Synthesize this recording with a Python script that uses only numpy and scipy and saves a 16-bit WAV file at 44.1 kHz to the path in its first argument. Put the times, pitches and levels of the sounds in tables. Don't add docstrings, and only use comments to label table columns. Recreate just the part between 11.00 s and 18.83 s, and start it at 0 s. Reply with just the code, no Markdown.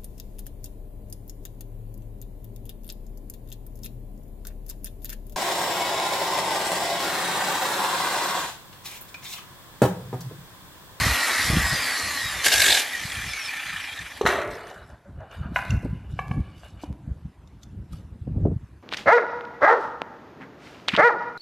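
import sys
import numpy as np
from scipy import signal
from scipy.fft import rfft, irfft, next_fast_len
from scipy.io import wavfile
from scipy.ndimage import uniform_filter1d, map_coordinates

SR = 44100
rng = np.random.default_rng(int(sys.argv[2]) if len(sys.argv) > 2 else 0)


def undo_db(level):
    steps = np.asarray(level, float) / 20
    return 10 ** steps


def generate_wav(signal):
    frames = np.transpose(np.atleast_2d(signal))
    scaled = np.clip(frames, -1, 1) * 32767
    pcm = np.round(scaled).astype(np.int16)
    wavfile.write(sys.argv[1], SR, pcm)


N = 345152

# t/s, turns per second
DISC_SPEED = [
    (0, 137),
    (1.47, 60.2),
    (1.77, 55),
    (2.5, 34),
    (3.2, 16.7),
]
# f/Hz, level/dB per Hz
FACING = [(470, -45), (800, -15.5), (936, -21), (1140, -3.5), (1350, -7), (1640, -4.5), (1910, -1),
          (2180, -4.5), (2740, -11.5), (3200, -20.5), (4160, -44.5), (7040, -120)]
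TURNED = [(470, -41), (800, -8.5), (952, -15), (1330, -6), (1450, -7.5), (1750, -5), (2140, -3),
          (2340, -6.5), (2810, -9), (3510, -10), (4200, -13), (5460, -38), (9240, -120)]
# f/Hz, level/dB per Hz
FAN = [(1650, -26), (2800, -2), (4290, -0.5), (6630, -5.5), (10200, -8), (12300, -8.5), (13100, -13),
       (13500, -34)]
HUM = [(150, -33), (250, -4.5), (388, -12.5), (626, -5.5), (1100, -3.5), (1430, -15.5), (2420, -120)]
# t/s, level/dB
NEAR = [(0, 2.2), (.36, 3.5), (.65, 1.5), (.95, 2), (1.05, 0.5), (1.42, 1), (1.9, -2), (2.05, -1), (2.5, 4),
        (2.8, 5.5), (3.0, 3), (3.19, 0.5)]
# t/s, angle/rad
SWING = [(1.0, 0.00072), (2.4, np.pi / 2)]
# t/s, level/dB
STOP = [(3.2, -2.06), (3.35, -36), (3.6, -100.5)]
# f/Hz, width/Hz, level/dB
GUARD = [(1920, 80, 2.4)]
SHELL = [(1770, 180, 5), (2026, 90, 3), (2380, 160, 6), (3370, 240, -1.5)]
# f/Hz, level/dB
WINDOW = [(3150, -16), (3600, 0), (4300, -1), (4850, 1.5), (5450, -4), (5900, -20), (6600, -29.5),
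          (7600, -10), (8200, -31)]
# t/s, level/dB, f/Hz, length/s
STREAKS = [(2.004, -31, 3150, 0.12), (2.246, -44, 1980, 0.14), (2.3, -29, 5300, 0.12),
           (2.318, -27, 3530, 0.07), (2.377, -26, 2230, 0.19), (2.44, -27, 5370, 0.18),
           (2.42, -30, 2540, 0.12), (2.463, -45, 3000, 0.15), (2.653, -35, 2380, 0.14),
           (2.695, -33, 4030, 0.09), (2.843, -36, 5500, 0.11), (2.892, -27, 2380, 0.078),
           (1.958, -23, 1890, 0.098), (2.164, -44, 5100, 0.073), (2.367, -31, 6400, 0.08),
           (2.527, -28, 2400, 0.16), (2.752, -35, 2300, 0.15), (2.9, -31, 3250, 0.097),
           (3.04, -43, 2280, 0.16)]
# t/s, level/dB, hold/s
GUSTS = [(0.013, -22.5, 0.1), (0.497, -17, 0.11), (0.73, -29, 0.0072), (1.068, -33, 0.0091),
         (1.25, -39, 0.46), (2.018, -36.5, 0.02), (2.178, -34.5, 0.12), (2.72, -40, 0.03),
         (3.01, -38.5, 0.035), (3.28, -33.5, 0.25), (3.825, -40.5, 0.087), (4.139, -28, 0.039),
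         (4.383, -32.5, 0.21), (4.705, -21, 0.034), (4.846, -24.5, 0.11), (5.067, -32, 0.15),
         (5.326, -19.5, 0.055), (5.466, -44, 0.32), (5.918, -29.5, 0.016), (6.09, -26, 0.032),
         (6.259, -38.5, 0.037), (6.466, -43, 0.11), (6.68, -34, 0.14), (6.911, -36.5, 0.26),
         (7.296, -23.5, 0.034), (7.368, -20.5, 0.064), (7.442, -16, 0.056), (7.597, -42.5, 0.16)]
# t/s, peak level/dB, f/Hz
PUFFS = [(0.062, -18, 117.7), (0.496, -14.5, 100), (0.567, -13, 178), (0.722, -23, 101),
         (1.25, -30.5, 85.4), (2.049, -28.5, 117), (3.25, -20, 174), (4.406, -26, 98.2),
         (4.455, -25.5, 141.3), (4.517, -25, 166), (4.695, -22.5, 92.7), (4.768, -16, 73),
         (4.844, -21, 116), (4.927, -20, 116.6), (5.133, -25, 107), (5.201, -28.5, 112),
         (5.308, -17, 123.8), (5.403, -23, 78.3), (6.073, -25, 113.6), (6.107, -21, 63.7),
         (6.251, -26, 132.5), (6.767, -31, 82.4), (7.12, -31.5, 79.4), (7.212, -26.5, 73.6),
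         (7.273, -22, 121.9), (7.313, -21, 99.6), (7.377, -21, 100), (7.453, -22, 142), (7.519, -17, 103),
         (7.559, -18, 97.3)]
# t/s, peak level/dB
FLAPS = [(0.058, -22), (0.499, -20.5), (0.566, -25), (4.831, -30), (4.852, -20), (7.271, -25), (7.295, -43),
         (7.377, -28.5), (7.404, -36.5), (7.452, -13), (7.465, -15), (7.48, -20), (7.513, -24.5),
         (7.564, -49)]
# f/Hz, level/dB per Hz
EDDY = [(12, -41), (20, -12), (55, 10.5), (108, 4.5), (192, -2), (468, -23.5), (507, -23.5), (900, -38.5),
        (1170, -61), (1980, -120)]
QUIET = [(120, -26.5), (200, -11), (316, -4.5), (458, -16.5), (960, -15), (4220, -31.5), (4860, -34),
         (12400, -39.5), (13500, -47.5)]
# f/Hz, width/Hz, level/dB
PORT = [(330, 300, 0.1)]
# t/s, abrasion level/dB
PRESSURE = [
    (1.432, -34.5),
    (1.447, -18.5),
    (1.465, -9.5),
    (1.503, -22),
    (1.538, -10.5),
    (1.56, -18.5),
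    (1.62, -14),
    (1.8, -17.5),
    (1.85, -36),
]
# t/s, peak level/dB, board ring level/dB, rim ring level/dB
STRIKES = [(1.4443, -9.5, -6, -9.5), (1.466, -6, 2, -13), (1.484, -8.5, -2, -9), (1.503, -16, 0, -7),
           (1.5196, -6.5, -1.5, -7), (1.5402, -7.5, -1.5, -8.5), (1.559, -13.5, 1, -10),
           (1.579, -10, -2.5, -5), (1.599, -7.5, 0, -4.5), (1.6188, -4.5, -1.5, -6.5),
           (1.6427, -8, 1.5, -5.5), (1.6613, -9, 0.5, -5.5), (1.682, -6.5, -0.5, -3),
           (1.7027, -4.5, -9, -2.5), (1.7246, -5, -11, -2), (1.7476, -7.5, -4, -2),
           (1.772, -9.5, -6.5, -3.5), (1.795, -16.5, -7, -5.5), (1.819, -20.5, -6.5, -4.5)]
# f/Hz, level/dB per Hz
GRIT = [(150, -55), (250, -16.5), (791, -11.5), (1000, -17.5), (1350, -18), (1680, -1), (1950, -7),
        (2950, -8), (3670, -11.5), (4490, -9.5), (8320, -13), (12600, -17), (13500, -27)]
# f/Hz, width/Hz, level/dB
BOARD = [(1637, 90, 4.5), (2180, 110, -0.5), (2781, 90, -7), (4660, 120, -8), (5960, 220, -9)]
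RIM = [(3400, 60, -9.5), (3710, 90, 1), (3970, 55, -3), (4060, 63, 1.5)]
DRONE = [(794, 300, 0)]
# t/s, peak level/dB, f/Hz, snap level/dB
TICKS = [(1.9338, -26, 3700, -15), (1.95, -23.5, 1890, -19.5), (2.118, -24, 3303, -1.5),
         (2.155, -29, 3250, -15), (2.2176, -27, 3400, -14.5), (2.3337, -20, 2240, -2.5),
         (2.4591, -27, 3700, -10), (2.483, -29, 4500, -7.5), (2.491, -18.5, 2390, -15.5),
         (2.5785, -25.5, 1770, -15.5), (2.601, -26.5, 2470, -15), (2.69, -26.5, 1760, -15),
         (2.76, -19.5, 1770, -20.5), (2.8153, -29, 2070, -9.5), (2.9355, -29, 3380, -16),
         (2.9749, -28.5, 3840, -19), (2.989, -27.5, 3600, -12.5), (2.9903, -23, 1793, -10),
         (3.511, -34.5, 2090, -5.5), (3.5517, -34, 1734, -4), (3.6699, -35, 1750, -5),
         (3.6994, -36.5, 1780, -4), (3.9, -47, 1750, -5.5), (4.055, -42, 560, -26),
         (4.204, -36, 640, -20.5), (4.3124, -44, 2830, -5), (4.705, -22.5, 2740, -2.5),
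         (6.4736, -53, 3650, 3), (6.6317, -44.5, 3523, 4), (6.9318, -43, 1250, -2)]
# f/Hz, width/Hz, level/dB
SNAP = [(6500, 1200, 3.5), (4200, 6200, -4.0), (11000, 4000, -10)]
# t/s, peak level/dB, knock f/Hz, thud level/dB, thud f/Hz
KNOCKS = [(3.211, -19, 830, 3.5, 440), (3.253, -18.5, 1230, -5, 500), (3.262, -5.5, 1350, -13.5, 693),
          (3.269, -9, 1430, -12, 670), (3.288, -13, 1520, -8, 392), (3.3101, -22, 1420, -11, 700),
          (3.3564, -20, 1300, -7, 620), (3.3847, -24.5, 1270, 1, 611), (3.302, -17, 1650, -10, 700),
          (3.325, -20.5, 1900, -6.5, 640), (3.415, -25.5, 1600, -7, 600), (4.5594, -9.5, 1516, -13.5, 684),
          (4.5683, -19.5, 1450, -13, 804), (4.5885, -22.5, 1080, -15, 786), (5.1898, -20.5, 747, -7.5, 700),
          (5.3124, -28.5, 766, -8.5, 730), (5.6332, -40.5, 1160, -5.5, 708), (5.835, -28.5, 696, -2, 300)]
# f/Hz, width/Hz, level/dB
CRACK = [(4120, 600, 5.0), (3000, 1200, 2.5), (5966, 500, -0.5), (8000, 6200, -16.5)]
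PLANK = [(796, 27, -10.5), (1012, 28, 0), (1484, 120, 4), (1980, 90, -13), (2466, 150, -2.5),
         (2870, 140, -8)]
OFFCUT = [(730, 53, -2), (1154, 42, 6), (1683, 85, 1.5), (2280, 110, 2.5), (2690, 80, -5), (3020, 110, -6)]
# t/s, scrape level/dB, stroke/s, edge squeak level/dB
SLIDES = [(3.58, -50.5, 0.13, -3.5), (3.75, -54, 0.085, -11.5), (3.902, -60, 0.045, -11),
          (4.055, -63.5, 0.042, -23), (4.204, -53, 0.049, -14), (4.32, -50.5, 0.029, -2.5),
          (4.43, -52, 0.038, -8.5), (4.547, -52.5, .003, -5), (4.95, -65.5, 0.11, -2.5),
          (5.106, -66, 0.0024, 0), (5.178, -61, .003, 2), (5.45, -67, 0.13, 5), (5.648, -60, 0.015, 5),
          (5.765, -67, 0.096, -19), (5.8, -68, 0.044, 11.5), (6.934, -62.5, 0.014, 1.5)]
# t/s, rustle level/dB, t60/s
RUSTLE = [(3.272, -34, .52), (3.512, -50, .7), (3.672, -57, 0.84), (3.899, -69.5, 0.23),
          (4.326, -58.5, .55), (4.56, -46.5, .7), (4.701, -53.5, .2), (4.827, -62.5, 0.64),
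          (5.108, -61.5, 0.7), (5.19, -64.5, .9), (5.307, -66, 1.4), (5.58, -62, .6), (5.647, -61, .3),
          (5.829, -54, 0.15), (6.634, -59.5, 0.072), (6.93, -56, 0.36)]
# f/Hz, width/Hz, level/dB
GROOVE = [(639, 240, 7), (1550, 330, 4)]
EDGE = [(2350, 190, -0.5), (2933, 79, 6.5), (3600, 170, -5), (4510, 130, -5)]
# f/Hz, level/dB
DRY = [(1500, -24.0), (3500, 8.5), (6000, 1.0), (13000, -3.0)]
# f/Hz, t60/s
ROOM = [(300, 0.96), (1500, 0.83), (2300, 0.86), (4000, 0.29), (10000, 0.32)]
# t/s, level/dB
WET = [(3.9, -3), (4.0, -12), (5.0, -4.5), (5.1, -10.5)]
# f/Hz, side minus mid level/dB
WIDTH = [(3300, -70), (4300, -13), (5500, -4), (7500, -3), (9500, -3), (13000, -3.5)]


def unit(x):
    return x / np.sqrt(np.mean(x ** 2) + 1e-20)


def curves(rows, outside=None):
    s, *cols = np.transpose(rows)
    return [np.interp(np.arange(N) / SR, s, c, outside, outside) for c in cols]


def wobble(rate):
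    knots = rng.standard_normal(int(N * rate / SR) + 4)
    return map_coordinates(knots, [np.arange(N) * rate / SR])


def filtered(x, response):
    m = next_fast_len(N + SR // 2)
    return irfft(rfft(x, m) * response(np.fft.rfftfreq(m, 1 / SR)), m)[..., :N]


def colour(points):
    f, db = np.transpose(points)
    return lambda hz: undo_db(np.interp(np.log(hz + 1), np.log(f + 1), db))


def modes(peaks):
    def response(f):
        total = 0
        for k, (centre, width, db) in enumerate(peaks):
            resonance = 1j * f * width / (centre * centre - f * f + 1j * f * width)
            total = total + (-1) ** k * undo_db(db) * resonance
        return total
    return response


def noise(response, grain_db, patchy_db=2.5):
    z = signal.stft(undo_db(grain_db * wobble(300)) * rng.standard_normal(N), nperseg=512)[2]
    field = uniform_filter1d(rng.standard_normal(z.shape), size=5, axis=0)
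    field = uniform_filter1d(field, size=10, axis=1)
    patchy = signal.istft(z * undo_db(patchy_db * unit(field)), nperseg=512)[1][:N]
    return unit(filtered(patchy, response))


def tap(response, rise):
    t = np.arange(4096) / SR
    sound = irfft(response(np.fft.rfftfreq(len(t), 1 / SR)), len(t))
    sound = sound * (1 - np.exp(-t / rise)) ** 2
    return sound / np.max(np.abs(sound))


def blow(response, rise, t60):
    t = np.arange(4096) / SR
    push = undo_db(-60 * t / t60) * (1 - np.exp(-t / rise)) ** 2 * rng.standard_normal(len(t))
    sound = irfft(rfft(push) * response(np.fft.rfftfreq(len(t), 1 / SR)), len(t))
    return sound / np.max(np.abs(sound))


def add(out, s, sound):
    part = out[max(round(s * SR), 0):][:len(sound)]
    part += sound[:len(part)]


def swells(s, db, hold, rise, fall):
    t = np.arange(0, N / SR, 0.001)[:, None]
    climb_db = rise * np.maximum(s - t, 0)
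    decay_db = fall * np.maximum(t - s - np.abs(hold), 0)
    gain = undo_db(db - climb_db - decay_db).sum(axis=1)
    return np.interp(np.arange(N) / SR, t[:, 0], gain)


def motor():
    gearing = 3.7
    turns, = curves(DISC_SPEED)
    speed_db = 20 * np.log10(turns / turns[0])
    near_db, = curves(NEAR)
    housing_db = -25.12 + speed_db + near_db
    fan_db = -25 + 1.193 * speed_db
    hum_db = np.maximum(-31.5 + 1.54 * speed_db, -50.5)
    throb_db = 70 / turns * np.cos(2 * np.pi * np.cumsum(turns) / SR)

    motor_turn = np.floor(np.cumsum(gearing * turns) / SR)
    taps = np.diff(motor_turn, prepend=0) * undo_db(2.5 * wobble(90))
    near = noise(lambda f: colour(FACING)(f) * (0.94 + np.abs(modes(GUARD)(f))), 0.24)
    near = near + 0.26 * unit(filtered(taps, colour(FACING)))
    far = noise(lambda f: colour(TURNED)(f) * (1.3 + np.abs(modes(SHELL)(f))), 1.0)
    far = far + 0.32 * unit(filtered(taps, colour(TURNED)))
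    brush = unit(filtered(1.0 * (taps > 0), lambda f: modes(SHELL)(f) ** 2))
    far = far + undo_db(-5 + 1.4 * wobble(14)) * brush

    angle, = curves(SWING)
    housing = np.cos(angle) * near + np.sin(angle) * far
    roar = undo_db(housing_db + throb_db) * housing
    roar = roar + undo_db(fan_db + 0.41 * throb_db) * noise(colour(FAN), 0.93)
    hum = undo_db(hum_db) * noise(colour(HUM), 1.3)
    stop_db, = curves(STOP)
    return undo_db(stop_db) * (roar + hum)


def whine():
    now = np.minimum(np.arange(N) / SR, 1.6)
    mesh_hz = 2178 - 790 * now + 60 * now ** 2
    level_db = -32 - 3.5 * now - 900 * np.maximum(now - 1.42, 0)
    phase = 2 * np.pi * np.cumsum(mesh_hz * (1 + 0.004 * wobble(70))) / SR
    out = np.zeros(N)
    for order in (2, 3, 6):
        order_db = level_db - 3.5 * (order == 2) + 2.5 * wobble(25)
        out += colour(WINDOW)(order * mesh_hz) * undo_db(order_db) * np.sin(order * phase)

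    flutter = 1 + 0.005 * wobble(60)
    for s, db, hz, length in STREAKS:
        t = np.arange(round(length * SR)) / SR - length / 2
        moving = flutter[round(s * SR):][:len(t)]
        glide_hz = hz * (1 - 0.95 * t) * moving
        waver_db = -9 + 600 * (moving - 1)
        tone = np.hanning(len(t)) * np.sin(2 * np.pi * np.cumsum(glide_hz) / SR)
        add(out, s - length / 2, undo_db(db + waver_db) * tone)
    return out


def room_tone():
    return undo_db(-60.5 + 0.8 * wobble(4)) * noise(colour(QUIET), 0.6)


def wind():
    buffet = unit(undo_db(3 * wobble(30)) * noise(colour(EDDY), 0.6))
    lull = undo_db(-52.5)
    out = undo_db(-4.0) * (lull + swells(*np.transpose(GUSTS), rise=300, fall=280)) * buffet
    t = np.arange(SR // 16) / SR
    for (s, db, hz), twist in zip(PUFFS, rng.uniform(0, 2 * np.pi, len(PUFFS))):
        cycles = t * hz - 0.9
        swing = np.exp(-(cycles / 0.4) ** 2) * np.cos(2 * np.pi * cycles + twist)
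        add(out, s - 0.19 / hz, undo_db(db + 4.0) * swing)
    edge = lambda f: modes(PORT)(f) / (1 + 1j * f / 600) ** 4
    for s, db in FLAPS:
        add(out, s - 0.002, undo_db(db + 1.0) * blow(edge, 0.0028, 0.039))
    return out


def graze():
    t = np.arange(N) / SR
    press_db, = curves(PRESSURE, -120)
    turn = np.interp(t, [row[0] for row in STRIKES], np.arange(len(STRIKES)))
    grit = noise(colour(GRIT), 1.4)
    late = np.clip((t - 1.66) / 0.046, 0, 1)
    sing = undo_db(-5) * unit(filtered(grit, modes(RIM)))
    drone = undo_db(-14.5) * unit(filtered(grit, modes(DRONE)))
    swell_db = 1 * np.cos(2 * np.pi * turn - 0.6)
    out = undo_db(press_db - 5.0 + swell_db) * (grit + late * (sing + drone))
    for s, db, board_db, rim_db in STRIKES:
        bite = undo_db(board_db) * tap(modes(BOARD), 0.002)
        bite = bite + undo_db(rim_db) * blow(modes(RIM), 0.002, 0.015)
        crunch = undo_db(-9) * blow(colour(GRIT), 0.002, 0.059)
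        add(out, s - 0.0015, undo_db(db - 2.5) * (bite + crunch))
    return out


def ticks():
    out = np.zeros(N)
    for s, db, hz, snap_db in TICKS:
        snap = blow(modes(SNAP), 0.0005, 0.022)
        ring = tap(modes([(hz, 0.036 * hz, 0)]), 0.00092)
        add(out, s, undo_db(db - 3.0) * (ring + undo_db(snap_db + 1.5) * snap))
    return out


def knocks():
    out = np.zeros(N)
    soft = lambda f, hz: 1 / (1 + 1j * f / hz) ** 2
    for s, db, hz, thud_db, thud_hz in KNOCKS:
        crack_db = -12 if s < 4 else -23.5
        low = modes([(thud_hz, 0.14 * thud_hz, 0.1)])
        thud = tap(lambda f: low(f) * soft(f, 1600) * f / (f + 1j * 0.55 * thud_hz), 0.0012)
        wood = modes([(0.65 * hz, 0.15 * hz, -5), (hz, 0.33 * hz, 2),
                      (1.4 * hz, 0.14 * hz, -1.5), (1.646 * hz, 0.78 * hz, -9)])
        knock = tap(lambda f: wood(f) * soft(f, 4000), 0.0009)
        crack = blow(modes(CRACK), 0.0017, 0.03)
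        piece = modes(OFFCUT if s > 5 else PLANK)
        ring = (4 < s < 5.5) * tap(lambda f: piece(f) * soft(f, 3000), 0.001)
        contact = knock + undo_db(-1.0) * ring + undo_db(thud_db) * thud + undo_db(crack_db) * crack
        add(out, s, undo_db(db + 3.0) * contact)
    return out


def slides():
    s, db, stroke, edge_db = np.transpose(SLIDES)
    groove = noise(lambda f: modes(GROOVE)(f) / (1 + (f / 3000) ** 4), 1.1, patchy_db=2.0)
    squeak = noise(lambda f: modes(EDGE)(f) / (1 + (f / 5000) ** 4), 1.1, patchy_db=2.0)
    out = undo_db(5.0) * swells(s, db, stroke, rise=400, fall=230) * groove
    out = out + swells(s, db + edge_db, stroke, rise=400, fall=230) * squeak
    rustle = noise(colour(DRY), 2.6, patchy_db=4.0)
    s, db, t60 = np.transpose(RUSTLE)
    return out + swells(s, db, 0, rise=680, fall=60 / t60) * rustle


def room(x):
    hz, t, z = signal.stft(rng.standard_normal(SR), SR, nperseg=256)
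    wall_hz, wall_t60 = np.transpose(ROOM)
    t60 = np.interp(np.log(hz + 1), np.log(wall_hz), wall_t60)
    tail = signal.istft(z * undo_db(-60 * t / t60[:, None]), SR, nperseg=256)[1]
    late = np.pad(x, (200, 0))
    return signal.fftconvolve(late, tail / np.linalg.norm(tail))[:N]


def scene():
    hits = knocks()
    light = graze() + ticks()
    wet_db, = curves(WET)
    echo = room(undo_db(wet_db) * hits + undo_db(-12) * light)
    mid = motor() + whine() + room_tone() + wind() + light + hits + slides() + echo
    return np.array([mid, mid])


def band_limit(x):
    return signal.sosfilt(signal.butter(12, 14410, fs=SR, output="sos"), x)


def record(dry):
    z = signal.stft(dry[0], nperseg=256)[2]
    loose = signal.istft(z * np.exp(2j * np.pi * rng.random(z.shape)), nperseg=256)[1][:N]
    side = filtered(loose, colour(WIDTH))
    heard = filtered(dry + [side, -side], lambda hz: (hz < 13110) / (1 + (40 / (hz + 1)) ** 3))
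    return band_limit(heard)


dry = scene()
out = record(dry)
generate_wav(out)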